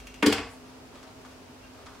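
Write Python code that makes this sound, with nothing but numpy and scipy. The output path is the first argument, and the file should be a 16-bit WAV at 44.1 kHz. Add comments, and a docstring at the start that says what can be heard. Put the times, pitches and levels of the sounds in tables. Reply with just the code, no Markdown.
"""Folding knife dropped on a cutting mat.

The handle clacks down, the metal parts rattle as it tips over, the table booms under it.
Before that it ticks in the hand; afterwards fingers tap, rub and squeak on card and leather.
A small live workroom with a faint hum answers, heard from above the table."""
import sys
import numpy as np
from scipy import signal
from scipy.fft import rfft, irfft
from scipy.io import wavfile
from scipy.ndimage import map_coordinates

SR = 44100
rng = np.random.default_rng(int(sys.argv[2]) if len(sys.argv) > 2 else 0)


def persist_wave(psi):
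    """Save psi, clipped to +-1, as 16-bit WAV."""
    counts = np.round(np.clip(psi, -1, 1) * 32767).astype(np.int16)
    wavfile.write(sys.argv[1], SR, np.atleast_2d(counts).T)


N = 88200
T = np.arange(N) / SR
FFT_SIZE = 2 * N
FREQ_HZ = np.fft.rfftfreq(FFT_SIZE, 1 / SR)

# Knife landings and the quick room slap just after the first clack. Each row: start in seconds,
# clack in dB, rattle in dB, chatter in seconds, table knock in dB, table sway in dB.
HITS = [(0.2275, -14, -35, 0.00064, -14.5, -46), (0.2309, -15.5, -34, 0.00034, -30.5, -51),
        (0.262, -25, -23, 0.0036, -20.5, -60), (0.2652, -20, -23, 0.0027, -11.5, -28.5),
        (0.2744, -36, -38, 0.00072, -33, -61), (0.3253, -18.5, -26, 0.0044, -36, -31),
        (0.383, -24.5, -55, .001, -30, -49)]
# Modes of handle, blade and clip, carried knife, table top and table on its legs.
# Each row: frequency in Hz, level in dB, T60 in seconds.
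HANDLE_MODES = [(693, -29, .25), (752, -23.5, 0.17), (790, -24, 0.16), (1004, -27.5, 0.28),
                (1126, -20.5, 0.16), (1400, -18, 0.099), (1550, -27, 0.15), (1946, -36, 0.044),
                (2154, -25.5, 0.085), (2534, -15, 0.075)]
METAL_MODES = [(2260, -37, .09), (2910, -16, .16), (3070, -21, 0.22), (4680, -25, 0.077), (5130, -33, 0.12)]
TICK_MODES = [(2240, -25, 0.16), (2620, -21, 0.2), (2755, -14, 0.15), (6000, -25, 0.17)]
TOP_MODES = [(193.4, -19, 0.23), (210.7, -12, 0.3), (231.4, -0.5, 0.088), (277.3, -6, 0.15),
             (289.3, -3, 0.21), (341, -18, 0.23), (380.6, -11, 0.24), (429, -3.5, 0.19),
             (460.5, -9.5, 0.54), (493, -15.5, 0.39)]
SWAY_MODES = [(80.6, -15, 0.69), (92.8, -3, 0.51), (109, -5.5, .3)]
# Contact spectra. Each row: frequency in Hz, level in dB.
CLACK_SPECTRUM = [(100, -55), (250, -26), (550, -2), (800, -1), (1200, 0.5), (2600, 0.5), (3600, -11.5),
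                  (4600, -19.5), (7000, -22), (15000, -37)]
RATTLE_SPECTRUM = [(100, -39), (400, -18), (1400, -11.5), (2700, 4), (3800, -3.5), (5100, 2.5), (6400, -11),
                   (7400, -5), (9000, -7.5), (11000, -15.5), (15500, -20.5)]
TICK_SPECTRUM = [(100, -61), (500, -16), (1800, -4), (2700, 4.5), (3800, -9), (5400, -8.5), (6200, -5),
                 (7200, -9), (12000, -18), (15500, -21)]
TAP_SPECTRUM = [(100, -10), (400, -15), (1300, 9), (2000, -3.5), (5000, -9.5), (9000, -21.5), (15000, -52)]
RUB_SPECTRUM = [(150, -15.5), (600, 0.5), (1200, 1), (2200, -7.5), (5000, -10), (9000, -18), (12000, -27.5),
                (15500, -40)]
SWEEP_SPECTRUM = [(1000, -25), (5000, -11), (7500, 2), (11000, -3), (13000, -12), (15500, -22)]
# Ticks in the hand. Each row: start in seconds, level in dB.
TICKS = [(0.002, -44), (0.0709, -39.5), (0.1422, -43), (0.160, -51)]
# Finger taps. Each row: start in seconds, level in dB, tilt in dB per octave.
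TAPS = [(0.956, -49.5, 3), (1.030, -47.5, 5.5), (1.25, -42.5, -2.5), (1.8607, -48, 5), (1.8661, -41, 0.5),
        (1.886, -46, -4), (1.918, -48, -7)]
# Finger strokes. Each row: centre and half length in seconds, level in dB, tilt in dB per octave.
RUBS = [(0.678, 0.066, -61.5, 0), (0.972, 0.036, -54, -1), (1.064, .05, -61, -1.5),
        (1.28, 0.092, -62.5, 1.5), (1.79, 0.047, -59, -1.5), (1.947, 0.055, -60.5, -0.5)]
# Noise bands of the squeak and the room. Each row: centre in Hz, width in Hz, level in dB.
SQUEAK_BANDS = [(1590, 74, -2), (2440, 97, -3), (2760, 92, -2), (3150, 150, -6)]
ROOM_BANDS = [(259, 51, -59.5), (426, 76, -61.5), (641, 5.4, -66.5)]
# Early copies that thicken and widen each sound; on the right, some just ahead of the direct sound.
# Each row: delay in seconds, right-channel time offset in seconds, left gain, right gain.
EARLY_COPIES = [(.0009, -.00003, 0.17, 0.26), (.0032, -0.0062, .4, 0.4), (.0040, 0.0012, 0.35, 0.46),
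                (.0051, -0.0048, 0.41, 0.33), (.0064, -0.0046, 0.47, .3), (.0092, -0.011, .3, .22),
                (.0116, -.0001, 0.23, .1), (.0185, .0002, .18, .15)]
# Room decay. Each row: frequency in Hz, T60 in seconds.
TAIL_T60 = [(100, 0.3), (400, 0.52), (1200, .5), (3000, 0.37), (7000, 0.42), (15000, 0.1)]
# Spectra of the diffuse tail and the room noise. Each row: frequency in Hz, level in dB.
TAIL_SPECTRUM = [(80, -4), (300, 3), (600, 2), (1500, 1), (5000, 1), (9000, -1.5), (15000, 0)]
AIR_SPECTRUM = [(15, -45), (28, -22), (45, -12), (95, -8), (180, -15), (320, -13), (700, -15), (1100, -18),
                (2000, -24), (2700, -23.5), (3500, -27), (5000, -27), (8000, -33), (12000, -38),
                (15500, -41)]
# Their stereo likeness. Each row: frequency in Hz, left-right correlation.
TAIL_CORRELATION = [(100, .97), (300, 0.8), (600, 1), (1500, 0.98), (4000, 0.53), (12000, .1)]
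AIR_CORRELATION = [(60, 0.8), (180, 0.58), (550, 0.31), (1650, 0.092), (4970, -0.1), (15000, -0.29)]
# Low drone. Each row: time in seconds, level in dB.
DRONE_LEVELS = [(0, -51.5), (0.2, -53.5), (0.45, -52), (0.65, -96), (1.3, -77), (1.65, -63), (2, -71)]


def knife():
    """Handle clacks and loose metal parts rattle as the knife lands."""
    clack, rattle, rings = np.zeros((3, N))
    for start_s, clack_db, rattle_db, chatter_s, _, _ in HITS:
        add(clack, start_s, amp(clack_db) * contact(t60_s=0.012))
        chatter = contact(t60_s=0.016, hold_s=chatter_s)
        loose_parts = amp(-19.5) * contact(t60_s=0.054)
        add(rattle, start_s, amp(rattle_db) * (chatter + loose_parts))
        add(rings, start_s, amp(clack_db) * ring(HANDLE_MODES) + amp(rattle_db) * ring(METAL_MODES))
    clack = filtered(clack, colour(CLACK_SPECTRUM))
    rattle = filtered(rattle, colour(RATTLE_SPECTRUM))
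    return clack + rattle + radiated(rings)


def table(pan_db=0.8):
    """Through the mat the knife booms the top and sways the whole table."""
    top, sway = np.zeros((2, N))
    for start_s, _, _, _, knock_db, sway_db in HITS:
        add(top, start_s, amp(knock_db) * ring(TOP_MODES, rise_s=0.004))
        add(sway, start_s, amp(sway_db) * ring(SWAY_MODES, rise_s=0.0074))
    return amp([[pan_db], [-pan_db]]) * (radiated(top) + sway)


def ticks():
    """Loose parts click and ring thinly while the knife is carried."""
    clicks, rings = np.zeros((2, N))
    for start_s, db in TICKS:
        add(clicks, start_s, amp(db) * contact(t60_s=0.022))
        add(rings, start_s, amp(db) * ring(TICK_MODES))
    return filtered(clicks, colour(TICK_SPECTRUM)) + rings


def fingers(grain_db=6.5, grains_per_s=250):
    """Soft taps and grainy friction strokes on card and leather."""
    out = np.zeros(N)
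    for start_s, db, tilt_db in TAPS:
        tap = filtered(contact(t60_s=0.028), colour(TAP_SPECTRUM, tilt_db))
        add(out, start_s, amp(db) * tap)
    for centre_s, half_s, db, tilt_db in RUBS:
        roughness = np.interp(T * grains_per_s, np.arange(N), rng.standard_normal(N))
        friction = amp(grain_db * roughness) * rng.standard_normal(N)
        stroke = unit(filtered(friction, colour(RUB_SPECTRUM, tilt_db)))
        out += amp(db) * swell(centre_s, half_s) * stroke
    return out


def squeak():
    """A fingertip squeaks briefly on leather."""
    return amp(-58) * swell(centre_s=1.648, half_s=0.021) * unit(noise_bands(SQUEAK_BANDS))


def sweep():
    """Airy swish of a hand over card."""
    swish = filtered(rng.standard_normal(N), colour(SWEEP_SPECTRUM))
    return amp(-62.5) * swell(centre_s=0.523, half_s=0.035) * swish


def room(x, build_s=0.0027, pan_db=0.44):
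    """Direct sound, early copies and a diffuse tail whose top treble dies first."""
    hz, t, noise = signal.stft(rng.standard_normal((2, N)), SR, nperseg=256)
    t60_s = along(TAIL_T60, hz)[:, None]
    energy_norm = np.sqrt(2 * np.log(1000) / (t60_s * SR))
    tail = signal.istft(noise * fade(t, t60_s) * energy_norm, SR, nperseg=256)[1][:, :N]
    tail = spread(tail * (1 - np.exp(-T / build_s)), TAIL_CORRELATION)
    tail_gain = np.sqrt(np.mean(amp(along(TAIL_SPECTRUM, FREQ_HZ)) ** 2))
    diffuse = tail_gain * colour(TAIL_SPECTRUM) * rfft(tail, FFT_SIZE)
    early = sum(np.exp(-2j * np.pi * FREQ_HZ * [[delay_s], [delay_s + offset_s]]) * [[left], [right]]
                for delay_s, offset_s, left, right in EARLY_COPIES)
    return filtered(x, amp([[pan_db], [-pan_db]]) * (1 + early + diffuse))


def background():
    """Steady room noise, a wavering hum and a low drone that fades and faintly returns."""
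    air = filtered(rng.standard_normal((2, N)), amp(along(AIR_SPECTRUM, FREQ_HZ)))
    air = amp(-50.5) * unit(spread(air, AIR_CORRELATION))
    drone = amp(np.interp(T, *np.transpose(DRONE_LEVELS))) * tone(hz=54)
    bands = noise_bands(ROOM_BANDS)
    hum = amp(-55.5) * tone(hz=255.7)
    return air + bands + hum + drone


def contact(t60_s, hold_s=0):
    """Flat-spectrum burst that chatters for hold_s, then dies."""
    t = T[:SR // 4]
    envelope = fade(np.maximum(t - hold_s, 0), t60_s)
    burst = rng.standard_normal(len(t))
    for _ in range(2):
        phase = np.angle(rfft(burst * envelope, 2 * len(t)))
        burst = unit(irfft(np.exp(1j * phase))[:len(t)])
    return burst * np.sqrt(np.mean(envelope ** 2))


def ring(modes, rise_s=0.0004):
    """Damped sines building up after one blow."""
    t = T[:SR]
    sines = sum(amp(db) * fade(t, t60_s) * np.sin(2 * np.pi * hz * t) for hz, db, t60_s in modes)
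    return (1 - np.exp(-t / rise_s)) * sines


def radiated(x, cutoff_hz=187.4):
    """Small bodies and thin boards give off no deep bass."""
    return signal.sosfilt(signal.butter(4, cutoff_hz, "high", fs=SR, output="sos"), x)


def noise_bands(rows):
    """Narrow resonant bands of noise."""
    out = np.zeros(N)
    for hz, width_hz, db in rows:
        resonance = 1 / (1 + (2 * (FREQ_HZ - hz) / width_hz) ** 2)
        out += amp(db) * unit(filtered(rng.standard_normal(N), resonance))
    return out


def tone(hz, waver_db=2, drift_rad=0.85):
    """Wavering sine of rms 1."""
    level = amp(waver_db * wobble(knots_per_s=8.42))
    phase = 2 * np.pi * hz * T + drift_rad * wobble(knots_per_s=5.9)
    return unit(level * np.sin(phase))


def wobble(knots_per_s):
    """Smooth random curve."""
    return map_coordinates(rng.standard_normal(N // 100), [T * knots_per_s], mode="wrap")


def swell(centre_s, half_s):
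    """Gaussian rise and fall."""
    return np.exp(-((T - centre_s) / half_s) ** 2)


def fade(t, t60_s):
    """Decay by 60 dB in t60_s."""
    return np.exp(-np.log(1000) * t / t60_s)


def spread(pair, correlation):
    """Blend two unrelated signals into left and right of a given correlation."""
    angle = np.arccos(np.clip(along(correlation, FREQ_HZ), -1, 1)) / 2
    mid, side = filtered(pair, np.array([np.cos(angle), np.sin(angle)]))
    return np.array([mid + side, mid - side])


def colour(spectrum, tilt_db=0):
    """Minimum-phase response of unit power, tilted by tilt_db per octave above 500 Hz."""
    gain = unit(amp(along(spectrum, FREQ_HZ) + tilt_db * np.log2(np.maximum(FREQ_HZ, 500))))
    cepstrum = irfft(np.log(gain + 1e-6))
    cepstrum[1:N] *= 2
    cepstrum[N + 1:] = 0
    return np.exp(rfft(cepstrum))


def filtered(x, response):
    """Apply a frequency response."""
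    return irfft(rfft(x, FFT_SIZE) * response, FFT_SIZE)[..., :N]


def along(points, hz):
    """Interpolate (Hz, value) points on a log axis."""
    knots_hz, values = np.transpose(points)
    return np.interp(np.log(hz + 1), np.log(knots_hz + 1), values)


def add(track, start_s, sound):
    """Mix a sound into the track."""
    i = max(0, round(start_s * SR))
    track[i:i + len(sound)] += sound[:N - i]


def amp(db):
    """Decibels to gain."""
    return 10 ** (np.asarray(db) / 20)


def unit(x):
    """Scale to rms 1."""
    return x / np.sqrt(np.mean(x ** 2) + 1e-20)


def scene():
    """Knife, table and hands in the workroom."""
    return room(knife() + ticks() + fingers() + squeak() + sweep()) + table() + background()


def record(dry):
    """Brick-wall low-pass."""
    return filtered(dry, FREQ_HZ < 15840)


dry = scene()
out = record(dry)
persist_wave(out)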